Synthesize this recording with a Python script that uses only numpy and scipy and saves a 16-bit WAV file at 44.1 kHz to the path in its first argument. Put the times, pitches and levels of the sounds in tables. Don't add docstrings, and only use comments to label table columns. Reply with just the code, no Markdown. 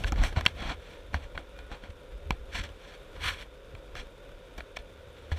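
import sys
import numpy as np
from scipy import signal
from scipy.fft import rfft, irfft, next_fast_len
from scipy.io import wavfile
from scipy.ndimage import uniform_filter1d, map_coordinates

SR = 44100
rng = np.random.default_rng(int(sys.argv[2]) if len(sys.argv) > 2 else 0)


def attenuation_scalar(level_db):
    decades = np.asarray(level_db, float) / 20
    return 10 ** decades


def generate_wav(signal):
    frames = np.transpose(np.atleast_2d(signal))
    scaled = np.clip(frames, -1, 1) * 32767
    pcm = np.round(scaled).astype(np.int16)
    wavfile.write(sys.argv[1], SR, pcm)


N = 237630

# time in seconds, pitch in Hz, level in dB.
SQUEAK = [(1.52, 476, -86), (1.55, 480, -62), (1.6, 485, -60), (1.68, 491, -67)]
# multiple, level in dB.
SQUEAK_ORDERS = [(3, 1.5), (4, -9), (5, -4.5)]

# time in seconds, tyre hiss in dB.
ASPHALT = [(0.0, -51), (0.27, -53), (0.73, -54.5), (0.88, -55.5), (2.1, -57), (3.29, -55), (3.51, -56.5),
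           (5.1, -56.5), (5.39, -55.5)]
# centre in Hz, width in Hz, level in dB.
DECK = [(305, 59, -10), (408.6, 10.8, 2), (502, 32.6, 4), (571, 21.6, 2), (927, 17, -12), (1440, 160, -13)]
# frequency in Hz, level in dB per Hz.
HISS_COLOUR = [(53, -50), (90, -2.5), (236, -11.5), (523, -2.5), (803, -17), (3700, -21.5), (4100, -27.5),
               (15200, -42)]
# centre in Hz, width in Hz, level in dB over the hiss.
WHEEL_CORES = [(953, 110, 2), (1440, 140, 5), (2380, 260, 0), (3580, 240, 4.5)]
HUM_DB, HUM_FOLLOWS = -56.5, -0.14
HISS_DB = 2.5

# time in seconds, level in dB.
AIRSTREAM = [(0, -46), (.8, -54), (3, -57), (3.6, -59), (4.3, -60), (5.39, -57)]
# frequency in Hz, level in dB per Hz.
WIND_COLOUR = [(8, -44), (22, -7.5), (40, 0), (58, -5.5), (120, -37), (300, -30.5), (800, -79)]
# top in seconds, half length in seconds, level in dB.
GUSTS = [(.08, 0.078, -27), (.215, 0.079, -19.5), (.375, 0.075, -34), (.66, .13, -33), (1.09, 0.13, -48),
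         (1.25, 0.054, -42), (1.37, 0.068, -40), (1.6, 0.16, -49), (1.73, 0.1, -46), (1.91, 0.096, -44.5),
         (2.15, 0.08, -40.5), (2.32, 0.077, -33.5), (2.41, .08, -40), (2.6, .13, -34.5),
         (3.27, 0.45, -47.5), (3.75, 0.16, -51), (3.99, 0.14, -40), (4.35, 0.19, -50), (4.6, 0.059, -39),
         (4.79, 0.083, -44.5)]
# centre in Hz, width in Hz, level in dB.
POLE = [(76, 8, -11.5), (171, 600, -37)]
# top in seconds, half length in seconds, level in dB.
SWINGS = [(0, 0.033, -22), (.125, 0.04, -48), (.215, 0.065, -29), (.375, 0.024, -22.5), (.44, 0.03, -31),
          (.6, 0.47, -45.5), (.715, 0.022, -45), (1.16, 0.1, -36), (1.37, 0.03, -41), (1.73, 0.042, -58),
          (1.91, .06, -45), (2.27, 0.11, -43), (2.32, 0.046, -32.5), (2.6, 0.16, -37), (3.26, 0.14, -33.5),
          (3.75, 0.056, -41.5), (3.96, 0.05, -37), (4.39, 0.055, -54), (5, 0.33, -51.5), (5.3, 0.32, -48)]
# time in seconds, level in dB, pitch in Hz, 60 dB decay in seconds.
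JOLTS = [
    (0.126, -23, 63, 0.22),
    (0.374, -32, 68, 0.086),
    (1.148, -26.5, 71.6, 0.26),
    (1.895, -35, 76, 0.15),
    (2.319, -40, 64.5, 0.11),
    (3.957, -34, 76, 0.11),
    (5.319, -20, 78.3, 0.21),
]
TREMOR_DB, TREMOR_GROWS = -64, 3.6
FADE_DB, ROUND = 23, 1.12

# centre in Hz, width in Hz, level in dB.
HOUSING = [(1680, 190, 2), (2350, 220, 1), (2845, 240, -4), (3320, 240, -1), (4100, 320, -5.5),
           (4530, 250, -8)]
# centre in Hz, width in Hz, level in dB.
CAVITY = [(767, 84, -8), (1005, 99, -0.5), (1440, 180, -1.5)]
# centre in Hz, width in Hz, level in dB.
THIN_WALLS = [(5500, 400, 0), (6300, 450, -2.5), (7450, 300, -3), (8400, 700, -13)]
# centre in Hz, width in Hz, level in dB.
MOUNT = [(185, 240, 2), (356, 117, -5), (717, 212, 2.5)]
# frequency in Hz, level in dB per Hz.
SKIN = [(5000, -40), (8000, 2), (10000, -1.5), (12500, -6), (15300, -12.5)]

# top in seconds, rise in seconds, fall in seconds,
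# level in dB, depth (share of the mount) in dB.
TURNS = [(.205, 0.066, 0.063, -44.5, 2), (0.376, 0.025, 0.047, -38, 3), (.44, 0.039, 0.041, -55, 3),
         (.615, 0.064, 0.066, -42.5, -1), (0.706, .08, 0.053, -39, -1.5), (1.725, 0.032, 0.072, -48.5, 1.5),
         (1.85, 0.05, 0.054, -56, -1)]
# top, rise and fall in seconds, level in dB, depth in dB.
SCUFFS = [
    (.01, 0.044, 0.096, -50.5, 1),
    (0.08, 0.024, 0.023, -39.5, -6),
    (0.254, 0.037, 0.069, -38, -3.5),
    (5.385, 0.034, .04, -51.5, -4),
]
# top, rise and fall in seconds, level in dB, depth in dB.
SLIDES = [(.9, 0.18, 0.2, -57.5, -11), (1.235, 0.028, 0.052, -54, -6), (2.576, 0.065, 0.068, -34.5, -14.5),
          (2.642, 0.013, 0.045, -45, -7), (2.89, 0.17, .08, -54.5, -8), (2.95, 0.056, 0.034, -56.5, -10),
          (3.975, 0.029, 0.077, -42.5, -10), (5.2, .08, 0.17, -62, -15)]
# top, rise and fall in seconds, level in dB, depth in dB.
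DRAG = [
    (3.17, 0.032, 0.061, -54, -4.5),
    (3.257, 0.055, 0.12, -33, -21.5),
    (3.39, 0.068, 0.075, -51, -30),
]
# top in seconds, fall in seconds, level in dB, depth in dB.
SETTLES = [(0.13, 0.01, -44, 15), (.418, 0.016, -58, -4), (0.479, 0.049, -39, -6), (1.136, 0.014, -46.5, 3),
           (1.149, 0.078, -41, 2), (1.356, 0.038, -52.5, 10), (1.385, 0.07, -49.5, 4),
           (1.597, 0.064, -56.5, 1), (1.906, .015, -53, -23), (2.322, 0.062, -51.5, 3.5),
           (4.585, 0.042, -46.5, 0.5), (4.607, .02, -52, -7), (4.77, 0.013, -40, -26),
           (4.793, 0.042, -51, -6.5), (.328, 0.026, -48.5, 2), (2.554, 0.029, -44, -1),
           (5.322, 0.057, -43, 0.5), (3.219, 0.019, -50, 3), (3.425, .03, -48, -12)]
# air inside in dB, thin walls in dB, skin in dB,
# squareness of the rise, squareness of the fall.
GRIPS = [
    (-3.5, -16.5, -26, 2.25, 2.1),
    (-5.5, -10.5, -16, 2.5, 1.75),
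    (-5, -14, -23, 2.18, 1.83),
    (2, -15.5, -18.5, 2.6, 2.1),
    (-7.5, -15.5, -20, 1.37, 0.85),
]
STROKE_DB, SETTLE_RISE_S = 26.5, 0.013
HOLLOW_SHARE = 0.36

# time in seconds, peak in dB, pitch in Hz, bright crack in dB.
CRACKS = [
    (.462, 3, 2794, -24.5),
    (2.306, -11, 2310, -19),
]
# time in seconds, peak in dB, pitch in Hz, bright crack in dB.
SNAPS = [(.038, -21, 2670, -15), (1.142, -16, 1580, -19.5), (1.376, -21.5, 1480, -33),
         (2.638, -32, 1680, -5), (3.41, -32, 3560, -17), (3.415, -34.5, 3210, -8), (3.75, -31, 2200, -20),
         (3.953, -24, 1640, -16), (4.769, -22.5, 2260, -14), (4.788, -36.5, 3470, -21),
         (5.316, -26, 1700, -27)]
# time in seconds, peak in dB, pitch in Hz, bright crack in dB.
RATTLES = [(.043, -28, 1540, -14), (0.236, -23.5, 1435, -5), (0.362, -32.5, 1460, -29),
           (.409, -26, 1920, -10), (.453, -30.5, 1540, -2), (1.589, -42.5, 2410, -6),
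           (1.903, -51, 2620, -5), (2.69, -46.5, 2950, -4), (4.579, -49.5, 3660, 8),
           (4.605, -34, 1440, -33)]
# time in seconds, peak in dB, pitch in Hz, bright crack in dB.
BUMPS = [(.121, -23.5, 1320, -3), (0.14, -40, 1410, -17), (.159, -33.5, 1710, -14), (0.325, -39, 1660, -20),
         (1.354, -33.5, 2300, -32), (1.715, -33.5, 1500, -16), (1.837, -37.5, 1600, -21),
         (2.306, -20, 996, -25), (1.143, -25, 970, -27), (4.291, -45, 1440, -17)]
# rattle in dB, low thud in dB.
CLICK_KINDS = [
    (-11.5, -27.5),
    (-6, -25),
    (5, -23),
    (-5, -3.5),
]


def unit(x):
    return x / np.sqrt(np.mean(x ** 2) + 1e-20)


def curves(rows):
    s, *cols = np.transpose(rows)
    return [np.interp(np.arange(N) / SR, s, c) for c in cols]


def wobble(rate):
    points = rng.standard_normal(int(N * rate / SR) + 4)
    return map_coordinates(points, [np.arange(N) * rate / SR])


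def filtered(x, response):
    m = next_fast_len(len(x) + 4096)
    return irfft(rfft(x, m) * response(np.fft.rfftfreq(m, 1 / SR)), m)[:len(x)]


def colour(points):
    f, v = np.transpose(points)
    return lambda hz: attenuation_scalar(np.interp(np.log(hz + 1), np.log(f + 1), v))


def modes(rows):
    def response(f):
        total = 0
        for k, (centre, width, db) in enumerate(rows):
            total = total + (-1) ** k * attenuation_scalar(db) * 1j * f * width / (centre * centre - f * f + 1j * f * width)
        return total
    return response


def grit(rate, spread_db, noise):
    hit = rng.random(N) < rate / SR
    size = np.minimum(rng.exponential(size=N), 5.5)
    sign = np.sign(rng.standard_normal(N))
    impacts = unit(hit * attenuation_scalar(spread_db * size) * sign)
    return unit(impacts + noise * rng.standard_normal(N))


def even(x, seconds):
    power = abs(uniform_filter1d(unit(x) ** 2, size=int(seconds * SR)))
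    return unit(x / np.sqrt(power + 0.84))


def swell(s, rise, fall, db, loss_db, sudden, lasting):
    t = np.arange(N) / SR - s
    flank = abs(t / np.where(t < 0, rise, fall)) ** np.where(t < 0, sudden, lasting)
    return attenuation_scalar(db - np.minimum(loss_db * flank, 120))


def swells(rows):
    return sum(swell(s, half, half, db, FADE_DB, ROUND, ROUND) for s, half, db in rows)


def bearing():
    hz, db = curves(SQUEAK)
    angle = 2 * np.pi * np.cumsum(hz * (1 + 0.0046 * wobble(58.3))) / SR
    squeak = attenuation_scalar(db) * sum(attenuation_scalar(level + 3 * wobble(24)) * np.sin(k * angle) for k, level in SQUEAK_ORDERS)
    half_s = SQUEAK[-1][0] - SQUEAK[1][0]
    sounding = abs(np.arange(N) / SR - SQUEAK[2][0]) < half_s
    phase = np.cumsum(11 * (1 + 0.15 * wobble(2.5))) / SR % 1
    tick_noise = unit(filtered(rng.standard_normal(N), modes([(9300, 810, 0)])))
    ticks = attenuation_scalar(-79.5 - 60 * phase / 0.56) * tick_noise
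    return squeak * sounding + 3 * ticks


def wheels():
    road_db, = curves(ASPHALT)
    hum_db = HUM_DB + HUM_FOLLOWS * (road_db - road_db.mean())
    hiss_db = road_db + HISS_DB

    def deck(f):
        return modes(DECK)(f) * f ** 2 / (f ** 2 + 200 ** 2)

    def tyres(f):
        return colour(HISS_COLOUR)(f) * np.sqrt(1 + abs(modes(WHEEL_CORES)(f)) ** 2)

    hum = unit(filtered(grit(900, 5.5, 1.9), deck))
    hiss = unit(filtered(grit(2500, 2.86, 1.24), tyres))
    hum = attenuation_scalar(hum_db + 0.78 * wobble(5.2)) * hum
    return hum + attenuation_scalar(hiss_db + 0.4 * wobble(9) + 0.8 * wobble(40)) * hiss


def wind():
    wind_db, = curves(AIRSTREAM)
    thuds = even(filtered(rng.standard_normal(N), colour(WIND_COLOUR)), 0.072)
    return (attenuation_scalar(wind_db) + swells(GUSTS)) * thuds


def pole_sway():
    wind_db, = curves(AIRSTREAM)
    sway = attenuation_scalar(TREMOR_DB + TREMOR_GROWS * (wind_db - wind_db.mean())) + swells(SWINGS)
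    shaken = filtered(grit(120, 4.3, 0.52), lambda f: modes(POLE)(f) * modes([(78, 60, 0)])(f))
    return attenuation_scalar(-5.0) * sway * even(shaken, 0.057)


def pole_jolts():
    out, t = np.zeros(N + SR), np.arange(SR // 3) / SR
    for s, db, hz, t60 in JOLTS:
        out[round(s * SR):][:len(t)] += attenuation_scalar(db - 60 * t / t60) * np.sin(2 * np.pi * hz * t)
    return out[:N]


def grip():
    settles = [(s, SETTLE_RISE_S, fall, db, depth_db) for s, fall, db, depth_db in SETTLES]
    total = 0
    for rows, character in zip([TURNS, SCUFFS, SLIDES, DRAG, settles], GRIPS):
        hollow_db, walls_db, skin_db, sudden, lasting = character
        for s, rise, fall, db, depth_db in rows:
            shares = attenuation_scalar([0, hollow_db + HOLLOW_SHARE * depth_db, walls_db, depth_db, skin_db])
            total = total + np.outer(shares, swell(s, rise, fall, db, STROKE_DB, sudden, lasting))
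    return total


def rubbing():
    bodies = [
        lambda f: modes(HOUSING)(f) * f ** 4 / (f ** 4 + 1300 ** 4) / (1 + (f / 5200) ** 6),
        lambda f: modes(CAVITY)(f) * f ** 2 / (f ** 2 + 700 ** 2) / (1 + (f / 2100) ** 4),
        lambda f: modes(THIN_WALLS)(f) * f ** 4 / (f ** 4 + 2800.0 ** 4) / (1 + (f / 10000) ** 4),
        lambda f: modes(MOUNT)(f) / (1 + (f / 1000) ** 4),
        colour(SKIN)]
    gains = grip() * attenuation_scalar(1.85 * wobble(120))
    return sum(gain * unit(filtered(grit(4000, 2.7, 1.07), body)) for gain, body in zip(gains, bodies))


def click(hz, crack_db, rattle_db, thud_db):
    t = np.arange(SR // 16) / SR
    burst = rng.standard_normal((2, len(t)))

    def peak(x):
        return x / abs(x).max()

    def rattling(f):
        parts = modes(MOUNT[1:] + CAVITY + HOUSING + [(hz, 110, 5)])(f)
        return parts * 1j * f / (0.31 * hz + 1j * f) / (1 + 1j * f / (2.4 * hz))

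    def cracking(f):
        return (modes(THIN_WALLS)(f) + 0.16) / (1 + 1j * f / 7000)

    snap = np.cos(2 * np.pi * (hz * t - 2.4)) * np.exp(-((hz * t - 2.2) / 1.3) ** 2)
    rattle = filtered(burst[0] * attenuation_scalar(-60 * t / 0.015), rattling)
    ring = np.sin(2 * np.pi * hz * t) * attenuation_scalar(-60 * t / 0.025) * (1 - np.exp(-t / 0.0016))
    crack = filtered(burst[1] * attenuation_scalar(-60 * t / 0.005), cracking)
    thud = -np.sin(2 * np.pi * 150 * t) * attenuation_scalar(-60 * t / 0.011)
    housing = attenuation_scalar(rattle_db) * (peak(rattle) + 0.73 * ring)
    return 0.51 * snap + housing + attenuation_scalar(crack_db) * peak(crack) + 3.4 * attenuation_scalar(thud_db) * thud


def clicks():
    out = np.zeros(N + SR)
    for rows, (rattle_db, thud_db) in zip([CRACKS, SNAPS, RATTLES, BUMPS], CLICK_KINDS):
        for s, db, hz, crack_db in rows:
            sound = click(hz, crack_db, rattle_db, thud_db)
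            out[round((s + .0004) * SR):][:len(sound)] += attenuation_scalar(db) * sound
    return out[:N]


def scene():
    ride = bearing() + wheels()
    shaking = wind() + pole_sway() + pole_jolts()
    return (ride + shaking + rubbing() + clicks())[None]


def top_cut(x):
    return signal.sosfilt(signal.butter(12, 16530, fs=SR, output="sos"), x)


def record(dry):
    mix = filtered(dry[0], lambda hz: np.where(hz < 15330, 1, attenuation_scalar(-32)))[None]
    return top_cut(mix)


dry = scene()
out = record(dry)
generate_wav(out)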